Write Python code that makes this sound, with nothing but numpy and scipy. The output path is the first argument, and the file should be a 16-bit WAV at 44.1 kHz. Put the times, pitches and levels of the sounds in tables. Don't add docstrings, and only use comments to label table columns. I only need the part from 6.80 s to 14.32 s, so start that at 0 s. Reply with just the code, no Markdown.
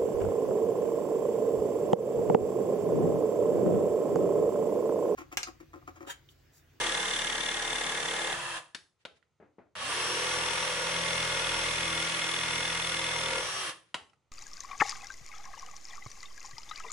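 import sys
import numpy as np
from scipy import signal
from scipy.fft import rfft, irfft, next_fast_len
from scipy.io import wavfile
from scipy.ndimage import uniform_filter1d, map_coordinates

SR = 44100
rng = np.random.default_rng(int(sys.argv[2]) if len(sys.argv) > 2 else 0)


def level_to_linear(level):
    exponent = np.asarray(level, float) / 20
    return 10 ** exponent


def waveform_to_disk(signal):
    frames = np.transpose(np.atleast_2d(signal))
    scaled = np.clip(frames, -1, 1) * 32767
    samples = np.round(scaled).astype(np.int16)
    wavfile.write(sys.argv[1], SR, samples)


N = 331493

# start_s, teeth_touch_s, teeth_lift_s, trigger_off_s, tool_muffled_s
RUNS = [
    (-1, -1, 1.535, 1.725, 1.78),
    (2.953, 3.1, 6.57, 6.82, 6.9),
]
BITE_AT = [.2015, 3.348]
# time_s, strokes_per_s
LOADED_SPEED = [
    [(0, 37.0), (1.5, 37.0)],
    [(3.3, 41), (3.51, 42), (3.64, 41.15), (3.78, 41.75), (4.42, 41.8), (4.53, 41.35), (6.0, 41.35),
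     (6.5, 41.05)],
]
FREE_SPEED = [38.1, 41.86]
BRAKE = [72, 95]
GEAR, FAN_BLADES, SEGMENTS = 9.2, 15, 29
UNLOAD_S = .1
COAST_DB = -18

# pitch_hz, level_db_per_hz
WHIR = [
    [(35, -68.5), (60, -27), (153, 4.5), (288, -39.5), (343, -17), (391, -44.5), (497, 8), (1020, 2),
     (1420, 8), (1720, 4), (2100, 1.5), (2850, -1), (11000, -4), (14300, -102.5), (22000, -120)],
    [(35, -54.5), (60, -15.5), (160, -11), (270, -25), (383, -41), (646, -8.5), (1160, -0.5), (1360, -2.5),
     (2780, -4), (5020, -7.5), (5840, -5), (6380, -12.5), (11000, -10), (14300, -103), (22000, -120)],
]
# pitch_hz, width_hz, level_db
HOUSING = [
    [(1020, 110, 0), (1200, 70, -3), (1720, 110, 2), (2650, 260, -5), (3170, 160, -6)],
    [(1160, 60, -2), (1730, 150, -7), (2780, 220, -8), (3170, 120, -5), (540, 120, -6)],
]
# hum_free_db, hum_loaded_db
WHIR_DB = [(-36.5, -42, -39, -42.5, -14, -17), (-33.5, -36, -39.5, -37, -17.5, -26.5)]
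IDLE_SHAKE_DB = [-29.5, -36]
IDLE_SHELL_DB = [5.5, -0.5]
IDLE_RUMBLE_DB = [-21, -33.5]

# time_s, push_db, lean_to_vise_db, bite_sharpness
PUSH = [
    [(0, -35.5, 3.5, 0.86), (.25, -36.5, -3, 0.85), (.5, -36, -4, 0.97), (.7, -37, -4, 1),
     (.9, -37, -2.5, 1), (1.1, -38, -0.5, 1), (1.3, -38, 0, 1), (1.45, -39, 6.5, 1), (1.53, -37.5, 5, 0.95)],
    [(3.2, -41.5, 6.5, 1), (3.3, -42.5, 11.5, 1), (3.55, -38.5, 7, 1.1), (3.8, -38.5, 6.5, 1.2),
     (3.96, -41.5, 5, 0.88), (4.15, -38, 4, 1), (4.45, -37.5, 0.5, 0.79), (4.75, -35.5, 0.5, 0.78),
     (5.1, -37, -0.5, 0.76), (5.55, -37.5, -8.5, 1.15), (5.85, -36.5, -4, 0.93), (6.1, -37.5, -6, 1.5),
     (6.35, -38, -2, 0.71), (6.55, -36.5, 4.5, 1.2)],
]
# vise_db, rod_db, blade_db, bench_shake_db
PART_DB = [(-9.5, -7.5, -7, -24), (-8.5, -5, -7, -21.5)]
LIFT_DB_PER_S = [-1000, -110]
# pitch_hz, width_hz, level_db, lag_strokes
RINGS = [
    [(452.6, 12, 1, 0.51), (535, 67, -4.5, 0.43), (835, 78, 1.5, -.05), (1170, 50, -6.5, -0.15),
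     (1692, 97, 2.5, 0.11), (1895, 73, 2, 0.12), (2108, 34, 3, 0.13), (2893, 100, -1, 0.09),
     (3123, 120, 0, .02), (3450, 110, -9, 0.074), (3710, 39, -6.5, 0.18), (5800, 230, -3.5, -0.046),
     (7400, 87, -8.5, -0.089), (9230, 95, -12.5, 0.3)],
    [(467, 45, 0.5, 0.35), (485, 41, -6, 0.38), (947, 67, 1, -0.075), (1149, 48, -6.5, -0.25),
     (1424, 54, -0.5, 0.14), (1704, 58, -9, .05), (1950, 44, -4, .05), (2111, 28, 0, .05),
     (2164, 16, -0.5, .05), (2520, 100, -1.5, 0.074), (2880, 240, 0, 0.046), (3420, 130, -5.5, 0.04),
     (3650, 50, -11.5, 0.18), (9230, 43, -10, 0.066)],
]
# pitch_hz, share_0_to_1
FOLLOW = [(500, .35), (900, .7), (2150, .5), (2850, .8), (3460, .9), (5500, .5), (9000, .4)]
# time_s, pitch_ratio
JAW = [
    [(0, 1), (1.5, 1)],
    [(3.3, .97), (3.5, 1.04), (3.6, 1.08), (3.66, 1.04), (3.85, 1.14), (4.25, 1.17), (5.0, 1.17),
     (5.6, 1.1)],
]
JAW_STEADY = [.6, .85]
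# pitch_hz, level_db_per_hz
RASP = [(59, -18.5), (100, -7.5), (267, -4), (532, 1), (635, -8), (2150, 1.5), (2330, 2), (3450, -11),
        (3960, -4), (11000, -8.5), (14300, -86), (22000, -120)]
SQUEAL_HZ = [3485, 3440]
# stroke_multiple, level_db
SHAKE = [
    [(1, 2.5), (2, -7.5), (3, -9), (4, -7.5), (5, 0), (6, -1.5), (7, 3), (8, -7.5), (9, 5), (10, -26),
     (11, -5)],
    [(1, 0.5), (2, 2), (3, 3.5), (4, 7), (5, -27), (6, -3), (7, -19.5), (8, 3), (9, -41), (10, -23),
     (11, -19.5)],
]

# pitch_hz, likeness_0_to_1
SAME = [(60, 1), (350, 0.94), (840, 0.69), (1700, 0.47), (3500, 0.23), (5000, 0.12), (6500, 0.13),
        (9000, 0.56)]
# pitch_hz, left_minus_right_db
LEAN = [(60, 1.5), (170, -1), (500, -0.5), (1420, -1.5), (4090, 0.5), (11800, 1)]
# pitch_hz, lead_radians
LEAD = [(0, -0.5), (350, -0.22), (2400, -0.46), (3450, -0.87), (4300, -0.3), (5700, -4.5), (7400, -7.5),
        (12000, -4)]

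# start_s, peak_db, left_minus_right_db
CLICKS = [
    (1.947, -31.5, 2),
    (2.251, -34.5, 1),
    (2.426, -63, -10),
    (7.143, -27, 1),
    (7.297, -67, 12),
    (7.332, -59, -6),
]
# pitch_hz, level_db, fall_60db_s
CLICK_MODES = [
    [(1605, -3, 0.027), (1755, -5, 0.034), (2540, -2, 0.028), (2940, -8, .025), (3630, 1, .02),
     (4260, 0, .02), (5360, -1, 0.017), (6960, -13, .015), (7850, -14, .015)],
    [(578, -10, 0.08), (934, -10, 0.045), (1433, -2, 0.035), (2044, -3, .02), (2870, -12, .02),
     (3640, -2, .025), (4400, -16, .02), (5814, -20, .015)],
    [(1420, -7, .03), (1950, 0, 0.016), (3483, -24.5, .02)],
    [(997, -8, 0.066), (1430, -10, 0.055), (1980, -7, 0.026), (2890, 2, 0.019), (3190, -1.5, .02),
     (3900, -10, .035), (4960, -14, .02), (7540, -20, .015)],
    [(2643, -4, .02), (3000, 0, 0.018), (5300, -8, .02)],
    [(805, -8, 0.027), (1335, -4, 0.036), (2020, -6, .02), (2600, -6, .02)],
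]
# pitch_hz, level_db_per_hz
CRACKS = [
    [(88, -39), (150, -6.5), (1180, -10), (1610, -1), (2350, -2), (3610, -4), (11000, -18), (14300, -52),
     (22000, -120)],
    [(88, -46), (150, -6), (1470, -7.5), (3300, -5), (3610, -7), (5360, -18), (11000, -32), (14300, -63),
     (22000, -120)],
    [(88, -35), (150, -5), (1890, -3), (2300, -5), (2760, -9), (4480, -13), (11000, -19.5), (14300, -55),
     (22000, -120)],
]
# start_s, peak_db, left_minus_right_db
THUDS = [
    (2.6, -52.5, 1.5),
    (2.624, -52, 0.0),
    (2.783, -47, 0.0),
]
# pitch_hz, level_db, fall_60db_s
THUD_MODES = [(195, 3, 0.18), (424, 5.5, 0.15), (586, 4.5, 0.038), (1370, -22, 5.0), (2000, -28, 0.43),
              (2993, -41, 5.0)]
# pitch_hz, level_db_per_hz
THUMP = [(60, -31), (150, -11), (450, -1.5), (1000, -11), (2050, -16), (3000, -32), (5000, -46),
         (8000, -59), (15000, -88)]
# middle_s, level_db, length_s
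SCUFFS = [
    (2.216, -75, 0.02),
    (2.37, -70, 0.015),
    (7.091, -74, 0.039),
]

# pitch_hz, fall_60db_s
SHOP = [(200, 0.51), (530, 0.38), (1390, 0.28), (3680, 0.28), (9700, 0.36)]
# pitch_hz, level_db_per_hz
AIR = [(35, -26), (60, 0), (132, 6), (213, -6.5), (466, -5), (660, -9), (1390, -8), (1610, -22),
       (1880, -13), (7590, -24.5), (11000, -33.5), (14300, -61), (22000, -120)]


def jigsaw():
    out = np.zeros((2, N))
    for run, end_s in enumerate((1.96, 7.15)):
        t = np.arange(max(RUNS[run][0], 0), end_s, 1 / SR)
        hunting = .02 * load(run, t) * wander(len(t), 7)
        strokes = np.cumsum(stroke_rate(run, t)) / SR + hunting
        strokes = strokes - np.interp(BITE_AT[run], t, strokes)
        add(out, t[0], motor(run, t, strokes) + cut(run, t, strokes))
    return ports(out)


def motor(run, t, strokes):
    lift = RUNS[run][2]
    whir_db, fan_db, segment_db, hum_db = motor_levels(run, t, stroke_rate(run, t))
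    crank = np.cos(2 * np.pi * strokes)
    rotor = 2 * np.pi * GEAR * (strokes + .0005 * crank)
    noise = rng.standard_normal((2, len(t))) * (1 + 0.22 * np.cos(rotor)) * (1 + 0.023 * crank)

    housing = sum(level_to_linear(db) * np.sqrt(width) * evened(ring(noise, hz, width))
                  for hz, width, db in HOUSING[run])
    shell = level_to_linear(-3 - 3 * run + IDLE_SHELL_DB[run] * (1 - load(run, t)))
    gears = evened(coloured(noise, WHIR[run]))
    dull = signal.lfilter(*signal.butter(2, 4000, fs=SR), gears)
    speed = np.gradient(strokes) * SR / FREE_SPEED[run]
    hiss = np.clip(speed * 1.1, 0, 1) ** 0.94
    whir = dull + hiss * (gears - dull) + shell * evened(housing)
    rumble = level_to_linear(IDLE_RUMBLE_DB[run] + 5 - 61 * abs(t - lift))
    whir += rumble * evened(ring(noise, 87, 90)) * (t > lift)

    drift = 1.5 * wander(len(t), 20)
    tones = level_to_linear(hum_db) * np.cos(rotor)
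    for count, db in ((FAN_BLADES, fan_db), (SEGMENTS, segment_db)):
        tones = tones + level_to_linear(db + 1.5 * wander(len(t), 20)) * np.cos(count * rotor + drift)
    return level_to_linear(whir_db) * (whir + tones * [[1.3], [.5]])


def motor_levels(run, t, rate):
    on, touch, lift, off, shut = RUNS[run]
    *whir_steps, hum_db, loaded_db = WHIR_DB[run]
    after, busy = np.maximum(t - shut, 0), load(run, t)
    touch, seat_s = max(touch, 0), .5
    start_db = -9.5

    whir_db = np.interp(t, [touch, touch + seat_s, lift, lift + UNLOAD_S], whir_steps)
    whir_db = whir_db + start_db * np.exp(-(t - on) / .07)
    whir_db += np.maximum(-400 * after, -9 - 170 * after)
    coast_db = COAST_DB * np.clip(after / 0.011, 0, 1)

    duct_hz, duct_width_hz = 5780, 140
    fan_hz = FAN_BLADES * GEAR * rate
    fan_db = np.maximum(-5 - ((fan_hz - duct_hz) / duct_width_hz) ** 2, -26)
    segment_db = -12 - ((rate - 36) / 3.4) ** 2 - 13 * busy
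    hum_db = hum_db + (loaded_db - hum_db) * busy + start_db * np.exp(-(t - on) / 0.088)
    return whir_db, fan_db + coast_db, segment_db + coast_db, coast_db + hum_db


def load(run, t):
    on, touch, lift, off, shut = RUNS[run]
    settle_s = .25
    return np.clip(np.minimum((t - touch) / settle_s, 1 - (t - lift) / UNLOAD_S), 0, 1)


def stroke_rate(run, t):
    on, touch, lift, off, shut = RUNS[run]
    initial, spin_up, knee = 19, 95, 1.5
    running = np.interp(t, *np.transpose(LOADED_SPEED[run]))
    running = running + (FREE_SPEED[run] - running) * np.clip((t - lift) / UNLOAD_S, 0, 1)
    coasting = FREE_SPEED[run] - BRAKE[run] * (t - off)
    return slower(slower(initial + spin_up * (t - on), running, knee), coasting, knee / 2)


def slower(a, b, knee):
    return -knee * np.logaddexp(-a / knee, -b / knee)


def cut(run, t, strokes):
    size = len(t)
    vise_db, rod_db, blade_db, bench_db = cut_levels(run, t)
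    locked, loose = teeth(size, strokes), evened(tooth_blows(size))
    grip = level_to_linear(rng.uniform(-2, 1.5, 400))[np.floor(strokes + .5).astype(int) % 400]
    sharp = np.interp(t, *np.transpose(PUSH[run])[[0, 3]])

    def bite(lag, share):
        share = np.clip(share * sharp, 0, 1)
        phase = 2 * np.pi * (strokes - lag)
        pulse = np.exp(1.9 * (np.cos(phase - .4 * np.cos(phase)) - 1))
        return evened(1 - share + share * grip * 2 * pulse)

    low = signal.lfilter(*signal.butter(2, 4300, fs=SR), loose)
    both_ways = 1 + 0.3 * np.cos(2 * np.pi * strokes) + 0.51 * np.cos(4 * np.pi * (strokes - .05))
    rasp = low * bite(0, .55) + (loose - low) * both_ways
    rasp_db = uniform_filter1d(np.maximum(rod_db, blade_db), size=6000) + 1.26
    out = level_to_linear(rasp_db) * evened(coloured(rasp, RASP))

    comb = evened(sum(np.cos(2 * np.pi * k * (strokes + k / 7)) for k in range(9, 16)))
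    jaw_hz = RINGS[run][0][0]
    for hz, width, db, lag in RINGS[run]:
        repeat = np.clip(1.03 * 900 / (900 + hz) + 0.25, 0, 1)
        drive = repeat * locked + np.sqrt(1 - repeat ** 2) * loose
        drive = drive * bite(lag, read(FOLLOW, hz))
        if hz > jaw_hz:
            rung = ring(drive, hz, width)
        else:
            drive = JAW_STEADY[run] * .12 * comb + (1 - JAW_STEADY[run]) * drive
            rung = glide(drive, hz * np.interp(t, *np.transpose(JAW[run])), width)
        part = np.interp(np.log(hz), np.log([500, 2150, 3450]), [0, 1, 2])
        parts_db = enumerate((vise_db, rod_db, blade_db))
        force_db = sum(max(1 - abs(part - k), 0) * part_db for k, part_db in parts_db)
        out += level_to_linear(force_db + db - 2.0 + .9 * wander(size, 6.84)) * steady(rung)

    slip = np.cumsum(SQUEAL_HZ[run] + 36 * wander(size, 60)) / SR
    squeal = bite(.05, 1.2) * np.sqrt(2) * np.cos(2 * np.pi * slip)
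    out += level_to_linear(blade_db + 2.5 + 1.2 * wander(size, 25)) * squeal * [[1.2], [.6]]
    shake = sum(level_to_linear(db + 2.5 * wander(size, 4.6)) * np.cos(2 * np.pi * (k * strokes + rng.random()))
                for k, db in SHAKE[run])
    return out + level_to_linear(bench_db + 1.45) * shake * [[1], [.1]]


def cut_levels(run, t):
    on, touch, lift, off, shut = RUNS[run]
    s, push_db, lean_db, _ = np.transpose(PUSH[run])
    push_db, lean_db = np.interp(t, s, push_db), np.interp(t, s, lean_db)
    push_db += -3.5 * np.exp(-np.maximum(t - touch, 0) / 0.15)
    push_db += LIFT_DB_PER_S[run] * np.maximum(t - lift, 0)
    push_db += -120 * np.clip(np.maximum(touch - t, t - lift - UNLOAD_S) / .02, 0, 1)
    lean_shares = (0.97, 0.0055, -0.12, 0.13)
    *steel_db, bench_db = [push_db + db + share * lean_db + .7 * wander(len(t), 12)
                           for db, share in zip(PART_DB[run], lean_shares)]
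    whir_db = motor_levels(run, t, stroke_rate(run, t))[0]
    idle_db = whir_db + IDLE_SHAKE_DB[run] + COAST_DB * (t > shut)
    return *steel_db, np.maximum(bench_db, idle_db)


def tooth_blows(*shape):
    blows = rng.standard_normal((2, *shape))
    return blows * level_to_linear(1.4 * np.minimum(rng.exponential(1, shape), 4))


def teeth(size, strokes):
    patterns = tooth_blows(40, 1100)
    place = (strokes % 1 * 1100).astype(int)
    wear = np.arange(size) / SR * 3.5
    old, blend = wear.astype(int), wear % 1 * np.pi / 2
    return evened(np.cos(blend) * patterns[:, old, place] + np.sin(blend) * patterns[:, old + 1, place])


def ring(x, hz, width):
    r = np.exp(-np.pi * width / SR)
    return signal.lfilter([1, 0, -1], [1, -2 * r * np.cos(2 * np.pi * hz / SR), r * r], x)


def glide(x, hz, width):
    turn, r = np.exp(2j * np.pi * np.cumsum(hz) / SR), np.exp(-np.pi * width / SR)
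    return (turn * signal.lfilter([1 - r], [1, -r], x / turn)).real


def steady(x):
    return x / np.sqrt(abs(uniform_filter1d((x ** 2).mean(0), 2400)) + 1e-20)


def ports(pair):
    size = next_fast_len(pair.shape[1])
    hz, (a, b) = np.fft.rfftfreq(size, 1 / SR), rfft(pair, size)
    spread = np.arccos(np.clip(read(SAME, hz), 0, 1)) / 2
    left, right = (np.cos(spread) * a + side * np.sin(spread) * b for side in (1, -1))
    lean = level_to_linear(read(LEAN, hz) / 2)
    right = right * np.exp(-1j * read(LEAD, hz))
    return irfft(np.array([left * lean, right / lean]), size)[:, :pair.shape[1]]


def handling():
    out = np.zeros((2, N))
    metal_s, wood_s = 0.06, .08
    for (s, db, pan_db), modes, k in zip(CLICKS, CLICK_MODES, (0, 1, 1, 2, 0, 2)):
        crack_db = -9.5 if db > -50 else -16
        add(out, s, knock(db, pan_db, modes, CRACKS[k], metal_s, crack_db, crack_s=.008))
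    for s, db, pan_db in THUDS:
        add(out, s, knock(db, pan_db, THUD_MODES, THUMP, wood_s, crack_db=-13.5, crack_s=0.036))
    for s, db, length in SCUFFS:
        t = np.arange(-2000, 2000) / SR
        brush = evened(coloured(rng.standard_normal((2, len(t))), CRACKS[0]))
        add(out, s + t[0], level_to_linear(db) * np.exp(-(t / length) ** 2) * brush)
    return signal.lfilter(*signal.butter(2, 130, "high", fs=SR), out)


def knock(db, pan_db, modes, colour, ring_s, crack_db, crack_s):
    t, rise_s = np.arange(5000) / SR, .0012
    body = sum(level_to_linear(level - 60 * t / min(t60, ring_s)) * np.sin(2 * np.pi * (hz * t + rng.random()))
               for hz, level, t60 in modes)
    body = body / abs(body[60:]).max()
    crack = evened(coloured(rng.standard_normal((2, len(t))), colour)) * np.exp(-t / crack_s)
    sound = body + level_to_linear(crack_db) * (crack[0] + 0.88 * crack)
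    sound = sound * np.minimum(t / rise_s, 1)
    return level_to_linear(db + 3.5) * sound * level_to_linear([[pan_db / 2], [-pan_db / 2]])


def shop(drone, hits):
    taps = np.zeros((3, 2, SR))
    at = np.arange(200, SR - 20, 20) + rng.integers(0, 20, (3, 2, (SR - 201) // 20))
    np.put_along_axis(taps, at, rng.choice([-1., 1.], at.shape), 2)
    taps = taps + 0.27 * taps[:, ::-1]
    hz, t, z = signal.stft(taps, SR, nperseg=256)
    tails = signal.istft(z * level_to_linear(-60 * t / read(SHOP, hz)[:, None]), SR, nperseg=256)[1]
    tails = tails / np.linalg.norm(tails[0, 0])
    turns = np.cos(2 * np.pi * (np.arange(N) / SR * 90 + np.arange(3)[:, None] / 3))
    sent = np.sqrt(2 / 3) * turns * hits.mean(0) + drone.mean(0) / np.sqrt(3)
    return signal.fftconvolve(sent[:, None], tails, axes=2)[..., :N].sum(0)


def air():
    noise = rng.standard_normal((2, N))
    whistle = evened(ring(noise, 6500, 150))
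    hush = evened(coloured(noise + 0.42 * noise[::-1], AIR)) + level_to_linear(-20.5) * whistle
    return level_to_linear(-82 + 0.5 + 2.0 * wander(N, 1.2)) * hush


def evened(x):
    return x / np.sqrt(np.mean(x ** 2) + 1e-20)


def read(points, hz):
    f, value = np.transpose(points)
    return np.interp(np.log(hz + 1), np.log(f + 1), value)


def add(mix, s, sound):
    part = mix[..., round(s * SR):][..., :sound.shape[-1]]
    part += sound[..., :part.shape[-1]]


def coloured(x, spectrum):
    size = next_fast_len(x.shape[-1])
    gain = level_to_linear(read(spectrum, np.fft.rfftfreq(size, 1 / SR)))
    return irfft(rfft(x, size) * gain, size)[..., :x.shape[-1]]


def wander(size, per_s):
    knots = rng.standard_normal(int(size / SR * per_s) + 3)
    steps = np.arange(0, size + 64, 64)
    curve = map_coordinates(knots, [steps / SR * per_s], order=3)
    return evened(np.interp(np.arange(size), steps, curve))


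def scene():
    tool, hands = jigsaw(), handling()
    return tool + hands + shop(level_to_linear(-10) * tool, level_to_linear(-7.5) * hands) + air()


def top_cut(x):
    return signal.sosfilt(signal.butter(12, 12360, fs=SR, output="sos"), x)


def record(dry):
    ceiling, edge_hz = .22, 11080
    squashed = ceiling * np.tanh(dry / ceiling)
    low_pass = signal.firwin(511, edge_hz, window=("kaiser", 9), fs=SR)
    limited = signal.oaconvolve(squashed, low_pass[None], "same")
    return top_cut(limited)


dry = scene()
out = record(dry)
waveform_to_disk(out)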